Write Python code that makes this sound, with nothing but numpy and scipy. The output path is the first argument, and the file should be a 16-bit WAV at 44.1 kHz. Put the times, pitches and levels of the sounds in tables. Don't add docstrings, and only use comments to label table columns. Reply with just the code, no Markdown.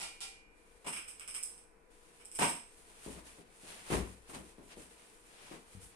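import sys
import numpy as np
from scipy import signal
from scipy.fft import rfft, irfft, next_fast_len
from scipy.io import wavfile
from scipy.ndimage import map_coordinates

SR = 44100
rng = np.random.default_rng(int(sys.argv[2]) if len(sys.argv) > 2 else 0)


def digitize_waveform(pressure):
    field = np.atleast_2d(pressure).T
    bounded = np.clip(field, -1, 1)
    quanta = np.round(bounded * 32767).astype(np.int16)
    wavfile.write(sys.argv[1], SR, quanta)


N = 262515
HIT_TIME = np.arange(32768) / SR
HIT_HZ = np.fft.rfftfreq(len(HIT_TIME), 1 / SR)


def amp(db):
    return 10 ** (np.asarray(db) / 20)


def unit(x):
    return x / np.sqrt(np.mean(np.abs(x) ** 2) + 1e-20)


def along(points, hz):
    freqs, values = np.transpose(points)
    return np.interp(np.log(hz + 1), np.log(freqs + 1), values)


def faders(rows):
    times, *columns = np.transpose(rows)
    return [np.interp(np.arange(N) / SR, times, db, left=-120) for db in columns]


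def wobble(rate):
    knots = rng.standard_normal(int(N * rate / SR) + 4)
    return map_coordinates(knots, [np.arange(N) * rate / SR])


def filtered(x, response):
    n = x.shape[-1]
    padded = next_fast_len(n + 8192)
    return irfft(rfft(x, padded) * response(np.fft.rfftfreq(padded, 1 / SR)), padded)[..., :n]


def pan(db):
    return amp(np.array([[.5], [-.5]]) * db)


def add(track, at, sound):
    start = max(round(at * SR), 0)
    track[:, start:start + sound.shape[1]] += sound[:, :N - start]


# f/Hz, left-right correlation
COHERENCE = [(60, 0.9), (250, 0.81), (600, 0.38), (1300, -0.26), (3000, 0.014), (12000, 0.0043)]


def diffuse(n):
    def mid_side(hz):
        angle = np.arccos(np.clip(along(COHERENCE, hz), -1, 1)) / 2
        return np.array([np.cos(angle), np.sin(angle)])
    mid, side = filtered(rng.standard_normal((2, n)), mid_side)
    return np.array([mid + side, mid - side])


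def hiss(eq):
    return unit(filtered(diffuse(N), lambda hz: amp(along(eq, hz))))


# f/Hz, t60/s
ROOM_DECAY = [(60, 0.47), (200, 0.38), (600, 0.33), (2000, .44), (5000, 0.43), (8500, 0.38), (14000, 0.34)]


def impact(spectrum, snap_db, attack_s, left_lag_s=.00027, reflection_db=13):
    hz, t, noise = signal.stft(diffuse(len(HIT_TIME)), SR, nperseg=256)
    decay = amp(-60 * t / along(ROOM_DECAY, hz)[:, None])
    room = signal.istft(noise * decay, SR, nperseg=256)[1][:, :len(HIT_TIME)]
    room *= 1 - np.exp(-HIT_TIME / attack_s)
    for channel in room:
        delays_s = rng.uniform(.002, .035, size=8)
        channel[(delays_s * SR).astype(int)] += amp(reflection_db) * rng.standard_normal(size=8)
    room[0, int(left_lag_s * SR)] += amp(snap_db)
    room[1, 0] += amp(snap_db)
    cepstrum = irfft(np.log(np.maximum(unit(spectrum), 1e-6)))
    cepstrum[1:len(HIT_HZ) - 1] *= 2
    cepstrum[len(HIT_HZ):] = 0
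    return irfft(rfft(room) * np.exp(rfft(cepstrum)))


def ring(modes, attack_s, scatter_db=2):
    hz, db, t60 = np.transpose(modes)[:, :, None]
    width = np.clip(1 - along(COHERENCE, hz), 0, 1)
    phase = rng.uniform(-np.pi, np.pi, (2, len(hz), 1)) * width
    strength = amp(db + scatter_db * rng.standard_normal(phase.shape))
    partials = strength * amp(-60 * HIT_TIME / t60) * np.sin(2 * np.pi * hz * HIT_TIME + phase)
    return partials.sum(1) * (1 - np.exp(-HIT_TIME / attack_s))


# t/s, level/dB, low shelf/dB
TOOL_TAPS = [(0.001, -40, -4.5), (0.027, -43.5, -3), (0.206, -40.5, -11.5), (0.222, -47.5, -7)]
# f/Hz, level/dB
TAP_EQ = [(100, -8), (500, -8.5), (800, 3), (1700, -7.5), (2800, -3), (3500, -8), (5200, -5.5), (6200, -10),
          (8800, -2), (10800, -9), (12000, -26), (15000, -26)]
# f/Hz, level/dB, t60/s
TOOL_MODES = [(780, 2.5, 0.46), (1387, -1.5, .3), (1954, -2, 0.41), (2223, -11, 1.4), (2410, -9.5, 1.2),
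              (2555, -17, 1.3), (2848, -9.5, 0.82), (3134, -4, 0.48), (3640, -5, 0.31), (4770, -6.5, 0.39),
              (5280, -2, .33)]


def tool():
    out = np.zeros((2, N))
    for at, db, shelf_db in TOOL_TAPS:
        low_shelf = lambda hz: amp(shelf_db / (1 + (hz / 1900) ** 6))
        tap = impact(amp(along(TAP_EQ, HIT_HZ)) * low_shelf(HIT_HZ), snap_db=16.5, attack_s=.0084)
        metal = filtered(ring(TOOL_MODES, attack_s=.0073), low_shelf)
        add(out, at, amp(db) * (tap + amp(-7) * metal))
    return out * pan(-.72)


# f/Hz, level/dB
AIR_EQ = [(12, -16), (20, -1), (128, -26), (199, -17), (270, -21), (328, -13), (367, -19.5), (470, -9.5),
          (587, -26), (656, -20), (2280, -27), (2620, -36), (3360, -43), (12000, -46), (15000, -71)]
# f/Hz, level/dB
FAN_TONES = [(473.7, -80), (990.5, -82), (1491, -87), (1986, -101), (2385, -86), (2584, -88)]


def room_tone():
    t = np.arange(N) / SR
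    hum = np.zeros((2, N))
    for hz, db in FAN_TONES:
        level = amp(db + 1.5 * wobble(4.9))
        phase_drift = .83 * np.array([wobble(9), wobble(9)])
        hum += level * np.sin(2 * np.pi * hz * t + phase_drift)
    return amp(-65) * hiss(AIR_EQ) + amp(4.5) * hum


# t/s, level/dB
SLEEVE_FADER = [(0, -54), (.45, -88), (.56, -74.5), (.7, -69.5), (.82, -69.5), (1.5, -63), (1.72, -79.5),
                (1.89, -80), (1.92, -68), (2.05, -67), (2.2, -64), (2.6, -78), (2.7, -90)]
# t/s, crisp level/dB, rub level/dB
WALK_FADERS = [(2.66, -74, -75), (2.76, -68, -73), (2.98, -66, -66.5), (3.06, -56.5, -60.5),
               (3.19, -61, -62.5), (3.24, -68.5, -70), (3.28, -62, -63), (3.41, -67.5, -68.5),
               (3.45, -80, -75), (3.58, -67, -71), (3.69, -58, -57.5), (3.85, -62, -60.5), (3.94, -46, -46),
               (4.07, -63.5, -68), (4.12, -62, -66), (4.17, -71, -73), (4.22, -72.5, -76.5),
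               (4.28, -69, -66.5), (4.3, -56, -63), (4.33, -64, -67), (4.35, -54.5, -53), (4.43, -67, -71),
               (4.49, -65, -68), (4.57, -75.5, -75.5), (4.67, -68, -73), (4.72, -64.5, -58.5),
               (4.76, -69, -66), (4.79, -59.5, -65), (4.81, -61, -63.5), (4.9, -67.5, -70),
               (4.99, -67, -66.5), (5.22, -70, -74), (5.37, -68, -64.5), (5.53, -63, -59.5),
               (5.65, -73.5, -75), (5.74, -64.5, -67.5), (5.8, -69.5, -70), (5.84, -56.5, -65.5),
               (5.89, -64.5, -71), (5.95, -74, -71)]
# f/Hz, level/dB
CRISP_EQ = [(1500, -18), (4000, -14.5), (6500, -7), (9200, 2.5), (10500, -3), (12000, -13.5), (14000, -18),
            (15500, -39)]
# f/Hz, level/dB
RUB_EQ = [(200, -5.5), (700, -1), (1400, -2.5), (2500, -1), (4200, -6), (7000, -11.5), (12000, -49)]


def clothes():
    crisp_db, rub_db = faders(WALK_FADERS)
    sleeve_db, = faders(SLEEVE_FADER)
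    catches = amp(.8 * wobble(45) + .96 * wobble(600))
    crisp = (amp(crisp_db + 3) + amp(sleeve_db - 2)) * hiss(CRISP_EQ)
    rub = (amp(rub_db + 4) + amp(sleeve_db - 2.5)) * hiss(RUB_EQ)
    return catches * (crisp + rub) * pan(1.7)


# t/s, level/dB, ring/dB
BENCH_KNOCKS = [(0.845, -52.5, -20), (0.864, -42.5, -5), (2.389, -33.5, -6.5), (2.410, -31, -10),
                (2.421, -31.5, 0.5), (2.448, -44, 0), (2.498, -55, -3), (2.528, -62, 2)]
# f/Hz, level/dB
KNOCK_EQ = [(50, -22), (110, -11.5), (160, -3), (260, 2.5), (420, -1.5), (600, 0), (800, -1), (950, 4),
            (1350, -8), (2700, -7), (4200, -16.5), (7000, -17.5), (11000, -18.5), (15000, -40)]
# f/Hz, level/dB, t60/s
BENCH_MODES = [(161.5, 0, .29), (416, -4, 0.28), (728, 3, 0.25), (937.5, 7, 0.26), (980, -4, 0.26),
               (1182, 2.5, 0.25), (1553, -3, 0.34), (2280, -4, 0.31), (2680, -8, .3), (2800, -2, .38),
               (8240, 2, 0.49), (8310, 2.5, 0.5)]


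def bench():
    out = np.zeros((2, N))
    for at, db, ring_db in BENCH_KNOCKS:
        knock = impact(amp(along(KNOCK_EQ, HIT_HZ)), snap_db=15.5, attack_s=.002)
        ringing = amp(ring_db - 6.5) * ring(BENCH_MODES, attack_s=.004)
        add(out, at, amp(db) * (knock + ringing))
    return out * pan(-.5)


# t/s, level/dB, low shelf/dB, direct snap/dB
PART_CLINKS = [(0.847, -57, 6, -2), (0.866, -45.5, 8, 1), (0.874, -40, 0.5, 1), (0.927, -40.5, 3, -2),
               (0.963, -41.5, 7.5, 2), (0.984, -58, 19, -2), (1.079, -45.5, -2, -6), (1.197, -51, -1, 9),
               (1.209, -51, 9, 6), (1.2775, -42, -1.5, 0.5), (1.343, -43, 1, 0), (1.3487, -40.5, -2, 4),
               (1.364, -54, -6, 4), (1.4293, -38.5, -19, 0), (1.4355, -51.5, -18, 17),
               (1.579, -57.5, -4, 6), (2.199, -60, 8, 0), (2.250, -53, -11, 2), (2.256, -61, -12, 16.5),
               (2.316, -50, -7, 4.5), (2.350, -41.5, -9, -3), (2.389, -35, -2, -3), (2.425, -32, 3.5, -3),
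               (2.484, -36.5, -8, 2)]
# f/Hz, width/Hz, level/dB
PART_RESONANCES = [(1350, 590, -9), (2360, 340, -2), (2900, 640, -6), (5235, 290, -2), (6200, 420, -11.5),
                   (8080, 430, 3), (8670, 640, 2), (9480, 400, -0.5), (10460, 630, -5),
                   (12900, 1300, -18.5), (14900, 800, -35)]


def parts():
    out = np.zeros((2, N))
    peak_power = sum(amp(2 * db) / (1 + ((HIT_HZ - hz) / width * 1.48) ** 2) ** 2
                     for hz, width, db in PART_RESONANCES)
    broadband_power = amp(-23) ** 2 / (1 + (HIT_HZ / 9000) ** 4)
    spectrum = np.sqrt(peak_power + broadband_power)
    for at, db, shelf_db, snap_db in PART_CLINKS:
        low_shelf = amp(shelf_db / (1 + (HIT_HZ / 4200) ** 6))
        add(out, at, amp(db) * impact(spectrum * low_shelf, snap_db + 19.5, attack_s=.0021))
    return out * pan(-.92)


# t/s, level/dB, floor boom/dB, scuff/dB
FOOTFALLS = [(3.063, -44.5, -14, -13), (3.082, -50.5, -5, -9), (3.165, -53.5, -8, -0.5),
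             (3.385, -56.5, -23, -14), (3.634, -57.5, -23, -10), (3.903, -37, -13, 1.5),
             (3.922, -32.5, -14, -1), (3.931, -38, -11, -1), (3.954, -39, 6, -10), (4.045, -53.5, 6, -15),
             (4.293, -57, -20, 7), (4.335, -50.5, -5, 1.5), (4.362, -52.5, -7, -2), (4.385, -52, -5.5, -7),
             (4.583, -53.5, -14, -7), (4.625, -59.5, -5, -16), (4.771, -51, -11, -19),
             (5.513, -48.5, -26, 0), (5.535, -66, -14, 1)]
# f/Hz, level/dB
THUMP_EQ = [(40, -25), (110, -9.5), (185, 0.5), (300, 1), (400, 1), (560, -5.5), (800, -13), (1500, -27),
            (4000, -32), (15000, -56)]
# f/Hz, level/dB
SCUFF_EQ = [(200, -34), (600, -2.5), (1000, 3), (1500, -5.5), (2400, -7), (4200, -19), (9500, -16),
            (12000, -22), (15000, -33)]
# f/Hz, level/dB, t60/s
FLOOR_MODES = [(59.2, 0.5, 0.55), (71.8, -4, 0.48), (98.8, -8.5, .4), (186, -11, 0.42)]


def footsteps():
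    out = np.zeros((2, N))
    for at, db, boom_db, scuff_db in FOOTFALLS:
        thump = amp(.5) * impact(amp(along(THUMP_EQ, HIT_HZ)), snap_db=24, attack_s=.0044)
        scuff = amp(scuff_db - 4) * impact(amp(along(SCUFF_EQ, HIT_HZ)), snap_db=-8, attack_s=.0036)
        boom = amp(boom_db) * ring(FLOOR_MODES, attack_s=.0058)
        add(out, at, amp(db) * (thump + scuff + boom))
    return out


# t/s, level/dB
THUD_HITS = [(5.750, -48.5), (5.771, -54)]
# f/Hz, level/dB
THUD_EQ = [(25, -27), (45, -12), (58, 0), (72, -13), (85, -7), (100, -3), (125, -17), (190, -12.5),
           (300, -25), (1000, -60)]


def floor_thud():
    out = np.zeros((2, N))
    for at, db in THUD_HITS:
        add(out, at, amp(db - 1.5) * impact(amp(along(THUD_EQ, HIT_HZ)), snap_db=28, attack_s=.017))
    return out


def scene():
    return tool() + parts() + bench() + footsteps() + floor_thud() + clothes() + room_tone()


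# f/Hz, left minus right/dB
BALANCE = [(60, 8), (200, 6), (600, 3), (1300, 2), (2400, -0.4), (4400, -.5), (8200, -4), (14000, 1.5)]
HIGH_CUT_HZ = 15400


def record(dry):
    return filtered(dry, lambda hz: pan(along(BALANCE, hz)) / np.sqrt(1 + (hz / HIGH_CUT_HZ) ** 160))


dry = scene()
out = record(dry)
digitize_waveform(out)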